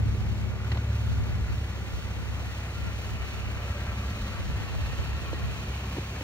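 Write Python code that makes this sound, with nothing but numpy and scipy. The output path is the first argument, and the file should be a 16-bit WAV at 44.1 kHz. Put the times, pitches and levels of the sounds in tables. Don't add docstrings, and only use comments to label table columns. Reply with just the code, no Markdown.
import sys
import numpy as np
from scipy import signal
from scipy.fft import rfft, irfft, next_fast_len
from scipy.io import wavfile

SR = 44100
rng = np.random.default_rng(int(sys.argv[2]) if len(sys.argv) > 2 else 0)


def master(y):
    cut = np.clip(np.atleast_2d(y).T, -1, 1)
    pcm = np.round(cut * 32767)
    wavfile.write(sys.argv[1], SR, pcm.astype(np.int16))


N = 274919
FFT = next_fast_len(N)

# time_s, firing_rate_hz
FIRING_RATE = [(0, 34.1), (.3, 33.9), (.57, 34.0), (.76, 35.7), (1.05, 35.4), (1.6, 34.5), (2.2, 34.15),
               (4.2, 34.1), (4.7, 33.8), (5.2, 34.2), (6.23, 33.8)]


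def from_db(db):
    return 10 ** (np.asarray(db) / 20)


def rms_one(x):
    return x / np.sqrt(np.mean(x ** 2) + 1e-20)


def in_time(rows):
    time_s, *columns = np.transpose(rows)
    return [np.interp(np.arange(N) / SR, time_s, column) for column in columns]


def at_hz(points):
    hz = np.arange(FFT // 2 + 1) * SR / FFT + 1
    table_hz, values = np.array(points)[:, 0], np.array(points)[:, 1]
    return np.interp(np.log(hz), np.log(table_hz + 1), values)


def near(s, over_s):
    return np.exp(-.5 * ((np.arange(N) / SR - s) / over_s) ** 2)


def noise():
    return rng.standard_normal((2, N))


def drift(rate_hz):
    r = np.exp(-80 * np.pi * rate_hz / SR)
    white = rng.standard_normal(N // 40 + 2002)
    slow = signal.lfilter([1], [1, -2 * r, r * r], white)[2000:]
    return np.interp(np.arange(N) / 40, np.arange(len(slow)), rms_one(slow))


def coloured(x, spectrum):
    low_end, high_end = (spectrum[0][0] / 2, -80), (spectrum[-1][0] * 2, -80)
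    closed = [low_end] + list(spectrum) + [high_end]
    return rms_one(irfft(rfft(x, FFT) * from_db(at_hz(closed)), FFT)[..., :N])


def resonance(x, hz, width_hz):
    r = np.exp(-np.pi * width_hz / SR)
    feed = np.array([1, 0, -1]) * (1 - r * r) / 2
    return signal.lfilter(feed, [1, -2 * r * np.cos(2 * np.pi * hz / SR), r * r], x)


def swing(s, db, hz, cycles):
    out, start = np.zeros(N), int(s * SR)
    age = np.arange(len(out[start:start + SR // 4])) / SR
    out[start:start + len(age)] = from_db(db) * np.sin(2 * np.pi * hz * age) * np.exp(-age * hz / cycles)
    return out


def beat(turn, firing_db, bank_db):
    return firing_db * np.cos(turn) + bank_db * np.cos(turn / 2)


def engine():
    # (relative, per Hz)
    rush_spectrum = [(40, -23), (70, -4), (110, -2), (140, -9), (190, -8), (300, -8), (500, -13),
                     (900, -23)]
    # (relative, per Hz)
    bay_spectrum = [(200, -12), (450, 3), (900, 1.5), (1350, 0), (1900, -0.5), (2500, 0.5), (3300, -22),
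                    (4500, -44.5)]
    # (relative, per Hz)
    hiss_spectrum = [(1800, -20), (2700, 0), (3500, -2.5), (4000, -5), (4820, -6.5), (5250, -10.5),
                     (5700, -8), (7000, -10), (9100, -12), (9600, -14.5), (11300, -13), (13000, -16.5),
                     (14300, -17), (15700, -22)]
    t = np.arange(N) / SR
    start_firings = -1.05
    turn = 2 * np.pi * (start_firings + np.cumsum(in_time(FIRING_RATE)[0]) / SR)

    heights = harmonics()
    lumps_db = -20.5
    exhaust = hum(turn, heights) + heights[2] * from_db(lumps_db) * lumps(turn) + tones()

    rush_db = -46.5 + 4 * np.exp(-t / 0.34)
    rush_gain = from_db(rush_db + beat(turn, .9, .19) + .8 * drift(11))
    rush = rush_gain * coloured(noise(), rush_spectrum)

    bay_db = -46 + 2.5 * near(5.1, 1.7)
    bay_gain = from_db(bay_db + beat(turn, .2, .4) + .8 * drift(7))
    bay = bay_gain * coloured(noise(), bay_spectrum)
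    bay = bay + from_db(bay_db - 10) * clatter(turn)

    hiss_db = -50.5 + 5 * (1 - np.exp(-t / 2.67))
    grain = from_db(.53 * rng.exponential(1, N))
    hiss_gain = from_db(hiss_db + beat(turn, .7, .45) + .8 * drift(7))
    hiss = hiss_gain * coloured(noise() * grain, hiss_spectrum)

    direct_only = np.array([[1], [0]])
    return exhaust * direct_only + rush + bay + hiss + reflected_bands(beat(turn, .46, .89))


def harmonics():
    # time_s, second_harmonic_db, third_harmonic_db
    exhaust_levels = [(0.0, -33, -30.5), (0.3, -33, -33), (0.57, -36.5, -36), (0.76, -29.5, -30.5),
                      (1.05, -30, -32), (1.25, -34, -35), (1.55, -36.5, -39.5), (2.4, -36.5, -39.5),
                      (3.0, -36, -38.5), (3.3, -38, -41), (3.6, -36.5, -39.5), (4.1, -36, -40.5),
                      (4.4, -39, -43.5), (5.1, -36, -43), (5.7, -37, -42), (6.23, -37.5, -41)]
    # added_level_db, nearest_s, heard_over_s
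    spots = [(-44, 0.2, 0.3), (-53, 4.0, 0.5), (-45, 5.7, 0.7), (-46, 0.25, 0.28), (-49, 4.1, 0.35),
             (-58, 2.2, 1.2), (-58, 5.8, 0.4)]
    spot_harmonics = [4, 4, 4, 6, 6, 6, 6]
    floor_db = -70
    second_db, third_db = in_time(exhaust_levels)
    heights = {2: from_db(second_db), 3: from_db(third_db)}
    for harmonic, (db, s, over_s) in zip(spot_harmonics, spots):
        so_far = heights.get(harmonic, from_db(floor_db))
        heights[harmonic] = so_far + from_db(db) * near(s, over_s)
    return heights


def hum(turn, heights):
    multiples = [1, 1.5, 2, 2.5, 3, 3.5, 4, 4.5, 5, 5.5, 6, 6.5, 7, 7.5]
    leaders = [2, 2, 2, 2, 3, 3, 4, 2, 2, 2, 6, 6, 2, 6]
    # gain_db, pipe_lag_rad, path_share (of the walked path in its delay)
    order_gains = [(-18, -.1, .62), (-24, .1, 1), (.8, .8, 1), (-11.5, 1.2, 1), (.8, 1.3, 1.17),
                   (-6.5, .2, 1.07), (0, 3.4, .9), (-19, 2, .46), (-20.5, 1.5, .46), (-17.5, 2.1, .45),
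                   (0, .4, .6), (-8, 1, .6), (-21, 4.5, .6), (-13, 2, .6)]
    # time_s, added_path_m
    added_path = [(0, 0), (1.6, 0), (2.0, .9), (2.6, 2.1), (3.0, 1.9), (3.75, 3.5), (4.0, 3.1), (4.6, 3.2),
                  (5.1, 4.2), (5.7, 4.65), (6.23, 4.65)]
    late = 2 * np.pi * in_time(FIRING_RATE)[0] * in_time(added_path)[0] / 343
    out = 0
    for multiple, leader, (db, lag, share) in zip(multiples, leaders, order_gains):
        waver_db, slip = .6 * drift(5), .08 * drift(4)
        phase = multiple * (turn - share * late) - lag + slip
        out = out + heights[leader] * from_db(db + waver_db) * np.sqrt(2) * np.cos(phase)
    burn_db = 1.1 * drift(7)
    return out * from_db(burn_db)


def lumps(turn):
    # frequency_hz, width_hz, level_db (relative)
    pipe_modes = [(88, 13, -11.5), (128, 45, -9)]
    fired = np.diff(np.floor(turn / (2 * np.pi)), prepend=0) * rng.standard_normal(N)
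    rung = 0
    for hz, width_hz, db in pipe_modes:
        rung = rung + from_db(db) * resonance(resonance(fired, hz, width_hz), hz, width_hz)
    return rms_one(rung)


def tones():
    # pitch_hz, level_db (about which it wavers), nearest_s, heard_over_s
    accessories = [(162, -54, 2.4, 1.0), (376, -54.5, .65, .75), (377, -57, 3.8, .4), (377, -60, 5.0, .4),
                   (1180, -61, .8, 1.5), (1180, -61, 4.0, 1.0), (1814, -65, 3.2, 1.2),
                   (1814, -59, 5.0, .35), (2380, -60, 5.7, .6), (2376, -63, 3.8, .6), (2706, -58, 5.0, .4)]
    t, out = np.arange(N) / SR, 0
    for hz, db, s, over_s in accessories:
        level = from_db(db + 2.5 * drift(5)) * near(s, over_s)
        out = out + level * np.sqrt(2) * np.sin(2 * np.pi * hz * t + .8 * drift(3))
    return out


def clatter(turn):
    taps = np.diff(np.floor(turn / np.pi + .1 * drift(30)), prepend=0) != 0
    modes_hz = np.geomspace(700, 3200, 9)
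    return rms_one(sum(resonance(taps * noise(), hz, 110) for hz in modes_hz))


def reflected_bands(pulsing_db):
    # centre_hz (at nearest), slide_hz_per_s, width_hz, level_db (about which it flickers),
    # nearest_s, heard_over_s, diffuse_over_direct_db
    bands = [(390, 0, 30, -55, 5.7, .45, -6), (1100, -20, 28, -56, 5.6, .5, -6),
             (1150, -50, 45, -56, 4.3, .6, -6), (585, 0, 40, -52, 3.85, .35, -6),
             (590, 0, 60, -58, 1.0, .6, 0), (560, 0, 25, -57, 4.8, .4, -6), (720, 0, 80, -57, 3.8, .3, 0),
             (258, 0, 10, -55, 3.9, .3, -6), (190, 0, 110, -48, 5.9, .45, -3),
             (1420, -20, 100, -56.5, 1.3, 1.2, -8), (1380, -90, 70, -55, 2.9, .5, 0),
             (1330, 0, 90, -54, 4.0, .6, 0), (1370, 120, 70, -55, 5.3, .3, 0),
             (1600, 60, 70, -58, 3.9, .5, 0), (1690, 0, 50, -60, 1.3, .3, 0),
             (1980, -30, 90, -59, 1.8, 1.6, 3), (1800, 0, 250, -66, .1, .3, 12),
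             (1250, 0, 700, -64, 5.7, .7, 12), (1830, 0, 50, -59, 2.8, .4, 2),
             (1860, 120, 50, -54, 5.1, .35, 0), (1900, 0, 60, -59, 4.0, .4, 3),
             (2650, 0, 150, -63, 6, .3, 9), (2240, 30, 70, -62, .6, .9, 5),
             (2090, -60, 70, -61, 4.1, .5, 5), (2400, 0, 400, -51, 3.4, .9, -20),
             (2480, 0, 110, -59, 5.2, .3, 8), (2400, -40, 130, -59, 5.9, .35, 9),
             (2550, 0, 400, -56, 5.3, .9, 0), (2230, 0, 90, -63, 6, .4, 9), (2700, 0, 60, -64, 3.3, .6, 7),
             (2705, 0, 50, -61, 5.0, .45, 9), (2950, 20, 160, -63, 3.7, .9, 9),
             (3050, -100, 500, -61, 5.4, 1.0, 9), (4100, 0, 900, -58, 4.9, .8, 3)]
    flicker_db = 2.5
    source, out, t = noise() + 1j * noise(), np.zeros((2, N)), np.arange(N) / SR
    for hz, slide, width_hz, db, s, over_s, diffuse_db in bands:
        heard = slice(int(max(s - 3 * over_s, 0) * SR), int((s + 3 * over_s) * SR))
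        r, age = np.exp(-np.pi * width_hz / SR), t[heard] - s
        own_noise = np.roll(source, rng.integers(N), axis=1)[:, heard]
        low_band = signal.lfilter([1], [1, -2 * r, r * r], own_noise)
        carrier = np.exp(2j * np.pi * (hz + slide * age / 2) * age)
        band = rms_one((low_band * carrier).real)
        swell = (near(s, over_s) * from_db(flicker_db * drift(6)))[heard]
        out[:, heard] += from_db([[db], [db + diffuse_db]]) * swell * band
    return out * from_db(pulsing_db)


def wind():
    # peak_s, level_db (added to the breeze), half_length_s
    gusts = [(.08, -34, 0.18), (1.186, -37.5, 0.026), (1.44, -33, 0.18), (1.944, -53, 0.039),
             (2.163, -49, 0.13), (3.16, -34, 0.026), (3.501, -43.5, 0.17), (3.874, -38.5, 0.047),
             (4.046, -44.5, 0.072), (4.21, -41.5, 0.11), (4.537, -32, 0.068), (4.82, -40, 0.026),
             (4.885, -34, 0.062), (5.133, -38.5, 0.047)]
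    # (relative, per Hz)
    buffet_spectrum = [(15, -24.5), (28, -18), (45, 3), (60, 4), (85, 0), (130, -6), (250, -19),
                       (500, -41.5)]
    # start_s, level_db (ahead of the decay), pitch_hz
    bump_swings = [(1.405, -23, 55), (1.614, -21, 75), (1.929, -26, 55), (3.702, -25, 85), (3.874, -26, 75),
                   (4.204, -26, 55), (4.525, -22, 65), (5.086, -25, 70)]
    # time_s, level_db
    eddies = [(0.0, -30), (.45, -33.5), (.95, -54), (1.03, -32), (1.5, -34.5), (1.68, -46.5), (1.93, -34),
              (2.3, -38), (2.68, -50), (2.87, -31), (2.98, -45), (3.06, -39), (3.5, -37), (3.75, -50.5),
              (4.2, -47), (4.45, -34.5), (5.45, -33.5), (5.95, -68), (6.23, -64)]
    # (relative, per Hz)
    flutter_spectrum = [(21, -31.5), (43, -15), (75, -1.5), (130, -7.5), (215, -16.5), (300, -28),
                        (500, -35), (800, -41)]
    white = noise()
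    breeze = from_db(-49 + 4 * drift(2.5))
    force = breeze + sum(from_db(db) * near(s, half_s) for s, db, half_s in gusts)
    push = force * coloured(white[0], buffet_spectrum)
    bumps = sum(swing(s, db, hz, cycles=2.0) for s, db, hz in bump_swings)
    spurts = from_db(2 * drift(25) + 2.5 * drift(11))
    pull = from_db(in_time(eddies)[0]) * coloured(white[1] * spurts, flutter_spectrum)
    return push + bumps + pull * np.array([[1], [-1]])


def steps():
    # start_s, level_db (ahead of the decay), pitch_hz
    thuds = [(.7185, -30, 700), (.7235, -31, 620), (.751, -34, 450), (.7595, -30, 850), (.7725, -29, 700),
             (5.3292, -32, 950), (5.331, -22, 500), (5.3335, -27, 300), (5.342, -32, 300),
             (5.9645, -31, 950), (5.967, -31, 560), (5.9695, -31, 900), (5.9695, -28, 300),
             (5.9805, -26, 330), (5.9833, -23, 360), (5.9845, -31, 600), (5.99, -27, 140),
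             (6.2092, -27, 850), (6.2108, -26, 520), (6.2135, -29, 300)]
    # start_s, level_db (ahead of the fade), length_s
    scuffs = [(.7165, -32, .010), (.746, -43, .018), (.771, -38, .009), (5.328, -43, .018),
              (5.963, -45, .03), (6.208, -40, .006)]
    # (relative, per Hz)
    grit_spectrum = [(300, -8), (700, 1), (1300, -5), (2000, 4), (2500, -3), (3000, 1), (3500, -7),
                     (4100, -2), (5500, -17), (9000, -25)]
    out, t = np.zeros((2, N)), np.arange(N) / SR
    out[0] = sum(swing(s, db, hz, cycles=1.57) for s, db, hz in thuds)
    grit = coloured(noise(), grit_spectrum)
    for s, db, length_s in scuffs:
        rise = np.clip((t - s) / .001, 0, 1)
        fade = np.exp(-np.clip((t - s) / length_s, 0, 4) ** 2)
        out += from_db(db) * grit * rise * fade
    return out


def ports(paths):
    # frequency_hz, left_lead_rad
    left_lead = [(40, 0), (300, .08), (520, .4), (950, .8), (1380, .45), (1800, .9), (2240, 2.6),
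                 (3100, 2.9), (3550, 3.3), (4350, 1.35), (4820, 3.05), (5600, 1.6), (7400, 2.5),
                 (8400, np.pi), (12200, np.pi), (13450, 3.7), (14700, 5.4), (15600, 6.25)]
    # frequency_hz, left_over_right_db
    left_over_right = [(300, 0), (550, -1), (950, 4.5), (1400, 3.5), (2300, -.7), (4000, -3), (4900, 0)]
    # frequency_hz, share (0-1)
    likeness = [(60, .995), (300, .93), (550, .7), (1400, .82), (1800, .6), (2300, .66), (3500, .68),
                (4000, .15), (4800, .6), (5800, .76), (7500, .72), (8400, 1), (12150, 1), (12500, .8),
                (14500, .5), (15600, .96)]
    direct, diffuse = rfft(paths, FFT)
    alike = at_hz(likeness)
    common = np.sqrt((1 + alike) / 2) * direct
    apart = np.sqrt((1 - alike) / 2) * diffuse
    tilt = from_db(at_hz(left_over_right) / 2) * np.exp(.5j * at_hz(left_lead))
    return irfft([(common + apart) * tilt, (common - apart) / tilt], FFT)[:, :N]


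def scene():
    return ports(engine() + steps()) + wind()


def record(dry):
    bass_cut_hz, top_cut_hz = 31, 15750
    bass_cut = signal.butter(2, bass_cut_hz, "high", fs=SR, output="sos")
    top_cut = signal.ellip(12, .5, 80, top_cut_hz, fs=SR, output="sos")
    return signal.sosfilt(top_cut, signal.sosfilt(bass_cut, dry))


dry = scene()
out = record(dry)
master(out)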